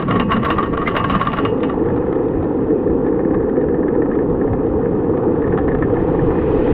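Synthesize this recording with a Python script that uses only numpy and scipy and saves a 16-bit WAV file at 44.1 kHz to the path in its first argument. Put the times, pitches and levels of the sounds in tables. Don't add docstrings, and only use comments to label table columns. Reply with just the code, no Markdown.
import sys
import numpy as np
from scipy import signal
from scipy.io import wavfile
from scipy.ndimage import uniform_filter1d, minimum_filter1d

SR = 44100
rng = np.random.default_rng(int(sys.argv[2]) if len(sys.argv) > 2 else 0)


def rack_gain(trim_db):
    fader = np.asarray(trim_db, float)
    return 10 ** (fader / 20)


def transcribe(u):
    v = np.clip(np.atleast_2d(u).T, -1, 1)
    q = np.round(v * 32767).astype(np.int16)
    wavfile.write(sys.argv[1], SR, q)


N = 296793
TIME = np.arange(N) / SR


def evened(x):
    return x / np.sqrt(np.mean(x ** 2) + 1e-20)


def read(points, hz):
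    f, value = np.transpose(points)
    return np.interp(np.log(hz + 1), np.log(f + 1), value)


def curve(rows, column, t):
    rows = np.array(rows)
    return np.interp(t, rows[:, 0], rows[:, column])


def power_sum(*db):
    return 10 * np.log10(sum(rack_gain(d) ** 2 for d in db) + 1e-12)


def noise(spectrum, level_db, patchy_db, flicker_db, size=1024):
    hop, hz = size // 4, np.fft.rfftfreq(size, 1 / SR)
    frames = N // hop + 5
    real, imaginary, patches = rng.standard_normal((frames, len(hz), 3)).T
    patches = uniform_filter1d(patches, size=6, axis=0)
    patches = evened(uniform_filter1d(patches, size=8, axis=1))
    flicker = evened(uniform_filter1d(rng.standard_normal(frames), size=3))
    gain_db = read(spectrum, hz)[:, None] + patchy_db * patches + flicker_db * flicker
    spectra = (real + 1j * imaginary) * rack_gain(gain_db)
    sound = signal.istft(spectra, nperseg=size, noverlap=size - hop)[1][:N]
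    return rack_gain(level_db) * evened(sound)


def click(spectrum):
    gain_db = np.maximum(read(spectrum, abs(np.fft.fftfreq(4096, 1 / SR))), -100)
    log_gain = np.log(rack_gain(gain_db))
    return np.fft.ifft(np.exp(signal.hilbert(log_gain).conj())).real[:2048]


def ring(drive, modes, scatter_db):
    t, out = np.arange(SR // 2) / SR, np.zeros(N)
    knots = np.arange(0, N, 900)
    for hz, db, t60 in modes:
        wander = np.interp(np.arange(N), knots, rng.standard_normal(len(knots)))
        mode = rack_gain(db - 60 * t / t60) * np.sin(2 * np.pi * hz * t)
        out += signal.oaconvolve(drive * rack_gain(scatter_db * wander), mode)[:N]
    return out


def blows(s, db, ms, shudder=0., first=0.):
    t, out = np.arange(3000) / SR, np.zeros(N + 3000)
    for at, level, length, chatter in zip(s, db, ms, rng.standard_normal((len(s), 3000))):
        fall = np.exp(-1000 * t / np.clip(length, .3, 15)) + shudder * np.exp(-t / 0.021)
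        shape = chatter * fall * np.minimum(t / 0.0027, 1)
        shape[0] = first * np.linalg.norm(shape)
        out[round(at * SR):][:3000] += rack_gain(level) * shape / np.linalg.norm(shape)
    return out[:N]


def patter(per_s, spread_db):
    sizes = rack_gain(spread_db * np.minimum(rng.exponential(1, N), 5)) * rng.choice([-1., 1.], N)
    return evened(sizes * (rng.random(N) < per_s / SR))


def notes(s, db, hz, spread, rise_s, t60_s):
    t, out = np.arange(6000) / SR, np.zeros(N + 6000)
    for at, level, shift in zip(s, db, rng.standard_normal(len(s))):
        swell = (1 - np.exp(-t / rise_s)) * rack_gain(level - 60 * t / t60_s)
        out[round(at * SR):][:6000] += swell * np.sin(2 * np.pi * hz * (1 + spread * shift) * t)
    return out[:N]


# [f/Hz, level/dB]
CRACK_COLOUR = [(150, -28.5), (300, -13.5), (600, -2), (850, -5.5), (1130, -9), (1500, 0), (1800, -5.5),
                (2450, -13), (2900, -12), (3300, -15), (3800, -15.5), (6000, -7), (14000, -13.5)]


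def crack(drive):
    return signal.oaconvolve(drive, click(CRACK_COLOUR))[:N]


# [f/Hz, level/dB]
SNAP_COLOUR = [(800, -20), (1500, -7.5), (2000, 2), (2500, -5), (3100, -5.5), (3900, -12.5), (5000, -7.5),
               (9000, -18), (14000, -24)]


def snap(drive):
    return signal.oaconvolve(drive, click(SNAP_COLOUR))[:N]


# [t/s, hiss of wheel on rail level/dB, rush of air level/dB]
ROLL_LEVELS = [(1.45, -33, -43), (1.6, -33, -55), (2.08, -32, -51.5), (2.6, -34, -54), (3.8, -34, -58),
               (4.8, -33, -54.5), (5.25, -31, -53), (5.74, -34, -52.5), (6.01, -29.5, -47.5),
               (6.35, -30.5, -44.5), (6.73, -30.5, -38.5)]


def rolling(column):
    return curve(ROLL_LEVELS, column, TIME) - 7 * np.clip((1.45 - TIME) / 0.68, 0, 1)


# [f/Hz, level/dB]
RUSH_COLOUR = [(1200, -12.5), (1900, 5), (2250, -6.5), (2500, 0), (2750, -7), (3100, -7.5), (3800, -17.5),
               (4700, -0.5), (5500, -15), (6500, -28.5), (9000, -66)]


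def air_rush():
    return noise(RUSH_COLOUR, rolling(column=2), patchy_db=1.2, flicker_db=.6, size=512)


# [f/Hz, level/dB]
HISS_COLOUR = [(330, -36.5), (560, 1.5), (650, -10), (800, 4), (990, -4.5), (1150, -5.5), (1530, -16),
               (1770, -21), (1980, -30), (2270, -42), (3000, -51), (5000, -94)]


def rail_hiss():
    return noise(HISS_COLOUR, rolling(column=1), patchy_db=1.2, flicker_db=1.2, size=512)


# [t/s, level/dB]
GUST_PEAKS = [(.08, -36), (.72, -27.5), (1.15, -27.5), (1.48, -39), (1.89, -29), (2.38, -27), (2.9, -28.5),
              (3.37, -29), (3.67, -30), (3.95, -34), (4.31, -25), (4.519, -24), (4.74, -25), (4.95, -31.5)]
GUST_S = 0.046


def gusts():
    return power_sum(*(db - 10 * ((TIME - s) / GUST_S) ** 2 / 2 for s, db in GUST_PEAKS))


# [t/s, wheel roar level/dB, steady wind buffet level/dB, timber rumble level/dB]
RIDE_LEVELS = [(0.0, -24.5, -45, -53), (.1, -23.5, -32.5, -29), (.6, -24, -32, -31.5),
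               (.9, -20.5, -32, -36), (1, -26.5, -34, -31), (1.35, -29.5, -37, -33), (1.4, -18.5, -36, -31),
               (1.89, -18, -36, -28.5), (2.3, -18, -36.5, -30.5), (2.9, -16.5, -35, -32),
               (4.4, -16.5, -36.5, -31), (4.6, -18, -35, -29), (4.9, -18, -37, -26.5),
               (5.3, -16.5, -36, -28), (5.6, -17, -28.5, -22.5), (6.73, -16.5, -24.5, -27.5)]


def riding(column):
    return curve(RIDE_LEVELS, column, TIME)


# [f/Hz, level/dB]
RUMBLE_COLOUR = [(41, -34.5), (70, -3.5), (108, 2.5), (145, -3.5), (180, 0), (230, -34), (400, -120)]
GUST_IN_RUMBLE_DB = -1.5


def timber_rumble():
    level_db = power_sum(riding(column=3), gusts() + GUST_IN_RUMBLE_DB)
    return noise(RUMBLE_COLOUR, level_db, patchy_db=2.0, flicker_db=0.0, size=2048)


# [f/Hz, level/dB]
BUFFET_COLOUR = [(8.8, -37), (15, -3), (80, 0), (100, -34), (180, -120)]


def wind_buffet():
    level_db = power_sum(riding(column=2), gusts())
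    return noise(BUFFET_COLOUR, level_db, patchy_db=0.0, flicker_db=1.2, size=4096)


# [f/Hz, level/dB]
ROAR_COLOUR = [(88, -46.5), (150, -10), (215, -7.5), (242, -5), (295, 1), (382, -5.5), (460, 1.5),
               (507, -3.5), (562, -31), (619, -21.5), (700, -29), (910, -42.5), (1540, -120)]


def wheel_roar():
    return noise(ROAR_COLOUR, riding(column=1), patchy_db=0.23, flicker_db=0.9)


# [t/s, ring level/dB, bright snap level/dB, dull thud level/dB]
LOUD_KNOCKS = [(1.74, -36, -49, -29.5), (1.823, -38, -49, -40), (1.858, -39, -55, -30),
               (1.886, -26, -50, -34), (1.9014, -24.5, -52, -34), (1.962, -31.5, -42, -27),
               (1.975, -33, -43, -30), (2.0637, -28, -58, -36.5), (2.126, -25, -46, -27),
               (2.155, -29, -52, -32), (2.2493, -34.5, -50, -35), (2.2822, -36, -52, -32),
               (2.3353, -32, -57, -37), (2.4257, -33, -52, -33.5), (2.4412, -32, -53, -28.5),
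               (2.7026, -29, -51, -37), (2.8739, -31, -75, -40), (2.9, -27.5, -59, -42),
               (3.064, -26, -53, -36), (3.0703, -32, -52, -37.5), (3.1261, -30, -51.5, -38.5),
               (3.1443, -27.5, -52, -40), (3.1647, -32.5, -46, -43), (3.1926, -23.5, -54, -37),
               (3.2495, -23.5, -55.5, -38), (3.3082, -26.5, -50, -38), (3.3432, -20.5, -35, -28.5),
               (3.405, -26, -57, -40), (3.4264, -29, -55, -40), (3.485, -37, -59, -41.5),
               (3.4946, -25.5, -60, -34), (3.5566, -31, -51, -40), (3.5685, -22.5, -52, -35),
               (3.6117, -23, -54, -34), (3.6416, -29, -54, -32), (3.686, -23, -53, -35),
               (3.7437, -23.5, -47.5, -38), (3.7926, -34, -53, -39.5), (3.8298, -23, -56.5, -38),
               (3.8809, -22, -44, -33), (3.8834, -24, -44, -35.5), (3.9315, -44, -56, -41),
               (3.9509, -26, -51, -33), (4.0203, -19, -51, -32), (4.0587, -25, -51.5, -38),
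               (4.099, -33, -52, -37), (4.114, -22, -53, -38), (4.1204, -26, -48, -36),
               (4.152, -32, -40, -29), (4.1886, -20.5, -45, -36), (4.2248, -35.5, -52, -37),
               (4.298, -33, -53, -35), (4.3994, -34, -52, -40), (4.4132, -24.5, -56, -36),
               (4.4752, -25.5, -57, -39), (4.5324, -21.5, -50, -33), (4.6648, -36, -56, -36),
               (4.8274, -30, -50, -39), (4.8589, -23, -52, -43), (5.0439, -30, -53, -34),
               (5.0944, -41.5, -46, -37), (5.1718, -33.5, -54, -29), (5.2356, -42, -48, -33.5),
               (5.36, -31.5, -43, -34), (5.4201, -22, -42, -34), (5.441, -22, -48.5, -37),
               (5.467, -30, -42, -35), (5.4771, -22, -43, -33), (5.507, -31, -43, -38),
               (5.5247, -18, -43, -31), (5.5324, -36, -45, -36), (5.5746, -25, -45, -23),
               (5.5847, -19, -35, -24.5), (5.5924, -33, -49, -30), (5.6084, -35, -50, -40),
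               (5.6795, -24, -50, -26), (5.687, -16, -48, -31), (5.7169, -20, -53, -36),
               (5.7263, -23, -47, -37.5), (5.7482, -22, -48.5, -23.5), (5.7874, -30, -32, -33),
               (5.824, -12.5, -28, -25.5), (5.831, -27, -44, -32), (5.899, -28, -42, -36),
               (5.9394, -32, -44, -33), (5.9674, -19, -46.5, -33.5), (6, -25.5, -50.5, -32),
               (6.085, -29, -53, -36), (6.1488, -28, -49, -29), (6.193, -18, -47, -39.5),
               (6.2514, -29.5, -43, -38), (6.3058, -24, -43, -32), (6.3538, -23, -47.5, -34),
               (6.383, -21, -43, -37), (6.4234, -40, -49, -38), (6.5923, -22, -32.5, -36),
               (6.6744, -18.5, -30, -33)]
# [f/Hz, level/dB, time to fall 60 dB/s]
FITTING_MODES = [(770, -7.5, 0.06), (1030, -6.5, 0.028), (1330, -5, 0.019), (1715, -10, 0.037),
                 (1769, -9, 0.032), (1802, -7, 0.026), (2080, -20, 0.04), (2450, -30, 0.058),
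                 (2950, -28, 0.039)]
# [f/Hz, level/dB, time to fall 60 dB/s]
PANEL_MODES = [(778, -2.5, 0.046), (890, -8.5, 0.016), (1076, -1.5, 0.025), (1244, -10.5, 0.039)]
# [f/Hz, level/dB]
BEHIND_COLOUR = [(1800, 1), (2500, -2), (3100, -8), (3600, -16), (4200, -22), (8000, -34)]
LEAVES_RACK_S = 1.1
SMALL_KNOCK_DB, SMALL_SPREAD_DB = -39, 5.5


def fittings():
    when, size = rng.random((150, 2)).T
    small_at = LEAVES_RACK_S + when * (N / SR - LEAVES_RACK_S)
    small_db = SMALL_KNOCK_DB - SMALL_SPREAD_DB * np.log(0.07 + size)
    at, ring_db, snap_db, thud_db = np.transpose(LOUD_KNOCKS)
    s, db = np.hstack([at, small_at]), np.hstack([ring_db, small_db])
    shaken = patter(per_s=600, spread_db=2.5) * rack_gain(rolling(column=1))
    knocks = blows(s, db, np.full(len(s), 2.), shudder=0.2, first=0.9)
    body = ring(rack_gain(-5.0) * knocks + rack_gain(-39.5) * shaken, FITTING_MODES, scatter_db=1.5)
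    thud_blows = rack_gain(4.5) * blows(at, thud_db, np.full(len(at), 3.), first=0.31)
    thuds = ring(thud_blows, PANEL_MODES, scatter_db=3.0)
    snaps = rack_gain(23) * blows(at, snap_db, np.full(len(at), 2.5), shudder=0.2, first=1.2)
    edges = crack(rack_gain(19.5) * knocks) + snap(snaps)
    return thuds + signal.oaconvolve(body + edges, click(BEHIND_COLOUR))[:N]


def lift_hold():
    return np.clip((2.1 - TIME) / 0.25, 0, 1)


# [t/s, level/dB]
GROWL_LEVELS = [(0, -22.5), (.12, -17.5), (.25, -22.5), (.38, -18.5), (.5, -26.5), (.75, -25), (1, -29.5),
                (1.15, -21), (1.28, -23), (1.36, -27), (1.6, -36.5), (2.2, -42)]
# [f/Hz, level/dB]
GROWL_COLOUR = [(76, -38.5), (130, -2), (210, 4.5), (253, 0.5), (280, -7.5), (360, -40.5), (620, -120)]


def lift_growl():
    level_db = curve(GROWL_LEVELS, 1, TIME)
    return lift_hold() * noise(GROWL_COLOUR, level_db, patchy_db=2.0, flicker_db=0.0)


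# [t/s, f/Hz, level/dB]
SQUEAK_PATH = [(.856, 1900, -38), (.866, 2030, -24), (.875, 2090, -17), (.886, 2070, -23),
               (.902, 1980, -42)]


def squeak():
    slips = 1 + .5 * evened(uniform_filter1d(rng.standard_normal(N), size=80))
    tone = np.sin(2 * np.pi * np.cumsum(curve(SQUEAK_PATH, 1, TIME)) / SR)
    sounding = (TIME > SQUEAK_PATH[0][0]) * (TIME < SQUEAK_PATH[-1][0])
    return rack_gain(curve(SQUEAK_PATH, 2, TIME)) * slips * tone * sounding


# [t/s, level/dB]
DRAG_LEVELS = [(0, -16), (.08, -38), (.26, -36.5), (.45, -24.5), (.62, -20), (.72, -32), (.85, -25.5),
               (1.15, -23.5), (1.3, -32), (1.42, -34.5), (1.55, -56.5), (1.9, -41.5), (2.2, -39)]
RATTLE_RISE_S, RATTLE_T60_S = 0.0089, 0.14
SCRAPE_S, SCRAPE_DB = 0.016, -8


def rattle(s, db):
    t, hits = np.arange(-SR // 2, SR // 2 + 1) / SR, np.zeros(N)
    hits[np.round(s * SR).astype(int)] = rack_gain(db) ** 2
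    shake = (1 - np.exp(-abs(t) / RATTLE_RISE_S)) * rack_gain(-60 * abs(t) / RATTLE_T60_S) ** 2
    scrape = rack_gain(SCRAPE_DB) ** 2 * np.exp(-(t / SCRAPE_S) ** 2)
    shaken = abs(signal.oaconvolve(hits, (t > 0) * shake + scrape, "same"))
    return np.sqrt(shaken + rack_gain(curve(DRAG_LEVELS, 1, TIME)) ** 2)


# [t/s, ring level/dB,
# crack against ring level/dB, length before limits/ms, bright snap level/dB, note of the dog level/dB]
CLACK_BLOWS = [(0.022, -17.5, -11, 8.8, -41, -25), (0.081, -16, -16, 18, -32.5, -25),
               (0.1098, -8.5, -10, 1.4, -14, -13), (0.1558, -12, -10, 35, -35, -16),
               (0.1984, -10.5, -3, 8, -11.5, -16), (0.307, -12, -29, 15, -30.5, -15),
               (0.318, -9, 1, 2.9, -13, -15.5), (0.3641, -14, -26.5, 9.2, -25, -22),
               (0.431, -14, -22.5, 3.7, -29, -11.5), (0.4467, -9.5, -1.5, 13, -32, -13),
               (0.484, -17.5, -13.5, 8.3, -34, -23), (0.503, -9, 1, 5, -15.5, -13),
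               (0.5821, -11.5, -7.5, 6, -32, -5.5), (0.628, -13.5, -8.5, 9.3, -30, -20),
               (0.658, -21, -13, 8.4, -44.5, -25), (0.732, -19, -24, 14, -39, -16.5),
               (0.773, -15, -8, 3.9, -29, -15.5), (0.8164, -18, -16.5, 11, -42, -15),
               (0.8765, -14.5, 3, 4.3, -19.5, -14), (0.91, -21, -25, 7, -46, -24),
               (0.9517, -13.5, -22, 9.8, -38, -15), (0.9659, -10.5, 3, 9.1, -10, -22),
               (0.997, -13.5, -19, 5, -33, -12), (1.0413, -11, -4.5, 7.4, -21.5, -21),
               (1.0983, -11.5, 4, 2.4, -13, -24), (1.1178, -20, -21, 11, -38, -23),
               (1.139, -22, -14, 6, -35, -8.5), (1.1497, -10, -5.5, 7.2, -21.5, -13),
               (1.1978, -25, -1, 8, -24.5, -29), (1.2125, -11.5, -2, 3.2, -22, -9),
               (1.2516, -20.5, -5.5, 1.3, -34.5, -23), (1.2702, -13, -2.5, 3.9, -18.5, -6.5),
               (1.319, -30, -4.5, 7.6, -22.5, -30), (1.3315, -14, -1, 5.8, -23, -15),
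               (1.371, -20, 0, 9.8, -24, -21), (1.3865, -13.5, -6, 3.7, -23, -29.5),
               (1.451, -14, -3.5, 4, -14.5, -25.5), (1.576, -34.5, -9, 3, -41.5, -40),
               (1.602, -30, -0.5, 8.5, -46, -35), (1.6327, -19.5, -1, 4, -19.5, -20),
               (1.6957, -20, -16.5, 4.9, -30.5, -17.5), (1.778, -43, -2, 5.5, -50, -41)]
# [f/Hz, level/dB, time to fall 60 dB/s]
STEEL_MODES = [(209, -12, 0.08), (322, -8.5, 0.18), (587, -15, 0.12), (694, 7.5, 0.012),
               (1110, -14.5, 0.11), (1124, 5.5, 0.065), (1213, -2, 0.067), (1328, 6, 0.015),
               (1360, -14.5, 0.11), (1590, -7.5, 0.029), (1823, -2.5, 0.033), (1950, -12.5, 0.015),
               (2160, -34, 0.074), (2950, -16, 0.023), (3400, -33, 0.047)]
# [f/Hz, level/dB, time to fall 60 dB/s]
RACK_MODES = [(885, -8, .5), (2245, -22, .22), (2530, -25, .5), (2627, -22, .5), (2704, -25, .3),
              (2794, -20, .1), (2833, -13, .25), (2866, -17, .15), (3016, -18, .2), (3135, -24, .12)]
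RING_GAIN_DB, CRACK_GAIN_DB, LINK_RING_DB, LINK_CLATTER_DB = -10, 28.5, -38, 0
SNAP_GAIN_DB, SNAP_MS = 25, 1.6
RACK_FROM_CRACK_DB, RACK_FROM_SNAP_DB = -50.5, -33.5
DOG_HZ, DOG_SPREAD, DOG_RISE_S, DOG_T60_S = 1170, 0.018, 0.0047, .085
PING_HZ, PING_SPREAD, PING_RISE_S, PING_T60_S, PING_FROM_SNAP_DB = 2845, .008, .008, .11, -12
DULL_HZ, DULL_FROM_S, DULL_OVER_S = 4500, 1.42, 0.2


def ratchet():
    s, db, crack_db, ms, snap_db, note_db = np.transpose(CLACK_BLOWS)
    links = patter(per_s=670, spread_db=1.5) * lift_hold()

    drive = rack_gain(RING_GAIN_DB) * blows(s, db, ms, first=0.5)
    drive += rack_gain(LINK_RING_DB) * rattle(s, db) * links
    steel = ring(drive, STEEL_MODES, scatter_db=2.5)
    dog = notes(s, note_db, DOG_HZ, DOG_SPREAD, DOG_RISE_S, DOG_T60_S)
    ping = notes(s, snap_db + PING_FROM_SNAP_DB, PING_HZ, PING_SPREAD, PING_RISE_S, PING_T60_S)

    edge = rack_gain(CRACK_GAIN_DB) * blows(s, db + crack_db, 0.77 * ms, shudder=0.24, first=0.29)
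    edge += rack_gain(LINK_CLATTER_DB) * rattle(s, db + .5 * crack_db) * links
    cracks = crack(edge)
    shade = np.clip((TIME - DULL_FROM_S) / DULL_OVER_S, 0, 1)
    dulled = signal.lfilter(*signal.butter(2, DULL_HZ, fs=SR), cracks)
    cracks = (1 - shade) * cracks + shade * dulled

    snaps = rack_gain(SNAP_GAIN_DB) * blows(s, snap_db, np.full(len(s), SNAP_MS), shudder=.08, first=2.)
    rack_drive = rack_gain(RACK_FROM_CRACK_DB) * edge + rack_gain(RACK_FROM_SNAP_DB) * snaps
    rack = ring(rack_drive, RACK_MODES, scatter_db=2.0)
    return steel + dog + ping + rack + cracks + snap(snaps)


def scene():
    fade = np.minimum(np.arange(N)[::-1] / SR / .004, 1)
    ride = air_rush() + rail_hiss() + timber_rumble() + wind_buffet() + wheel_roar()
    lift = lift_growl() + squeak() + ratchet()
    return (fade * (ride + fittings() + lift))[None]


# [f/Hz, level/dB]
HOUSING_COLOUR = [(3800, 0.5), (4050, -14), (4600, -22.5), (5200, -31.5), (7000, -49), (10200, -56.5),
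                  (11200, -31), (12000, -20), (12400, -28), (13000, -60)]


def housing(dry):
    return signal.oaconvolve(dry, click(HOUSING_COLOUR)[None])[:, :N]


def limiter(x):
    gain = np.minimum(rack_gain(-4.5) / (abs(x) + 1e-9), 1)
    gain = minimum_filter1d(gain, size=400, axis=1)
    for _ in range(2):
        gain = uniform_filter1d(gain, size=200, axis=1)
    return x * gain


def roll_off(x):
    return signal.sosfilt(signal.butter(12, 12750, fs=SR, output="sos"), x)


def record(dry):
    mix = limiter(housing(dry))
    return roll_off(mix)


dry = scene()
out = record(dry)
transcribe(out)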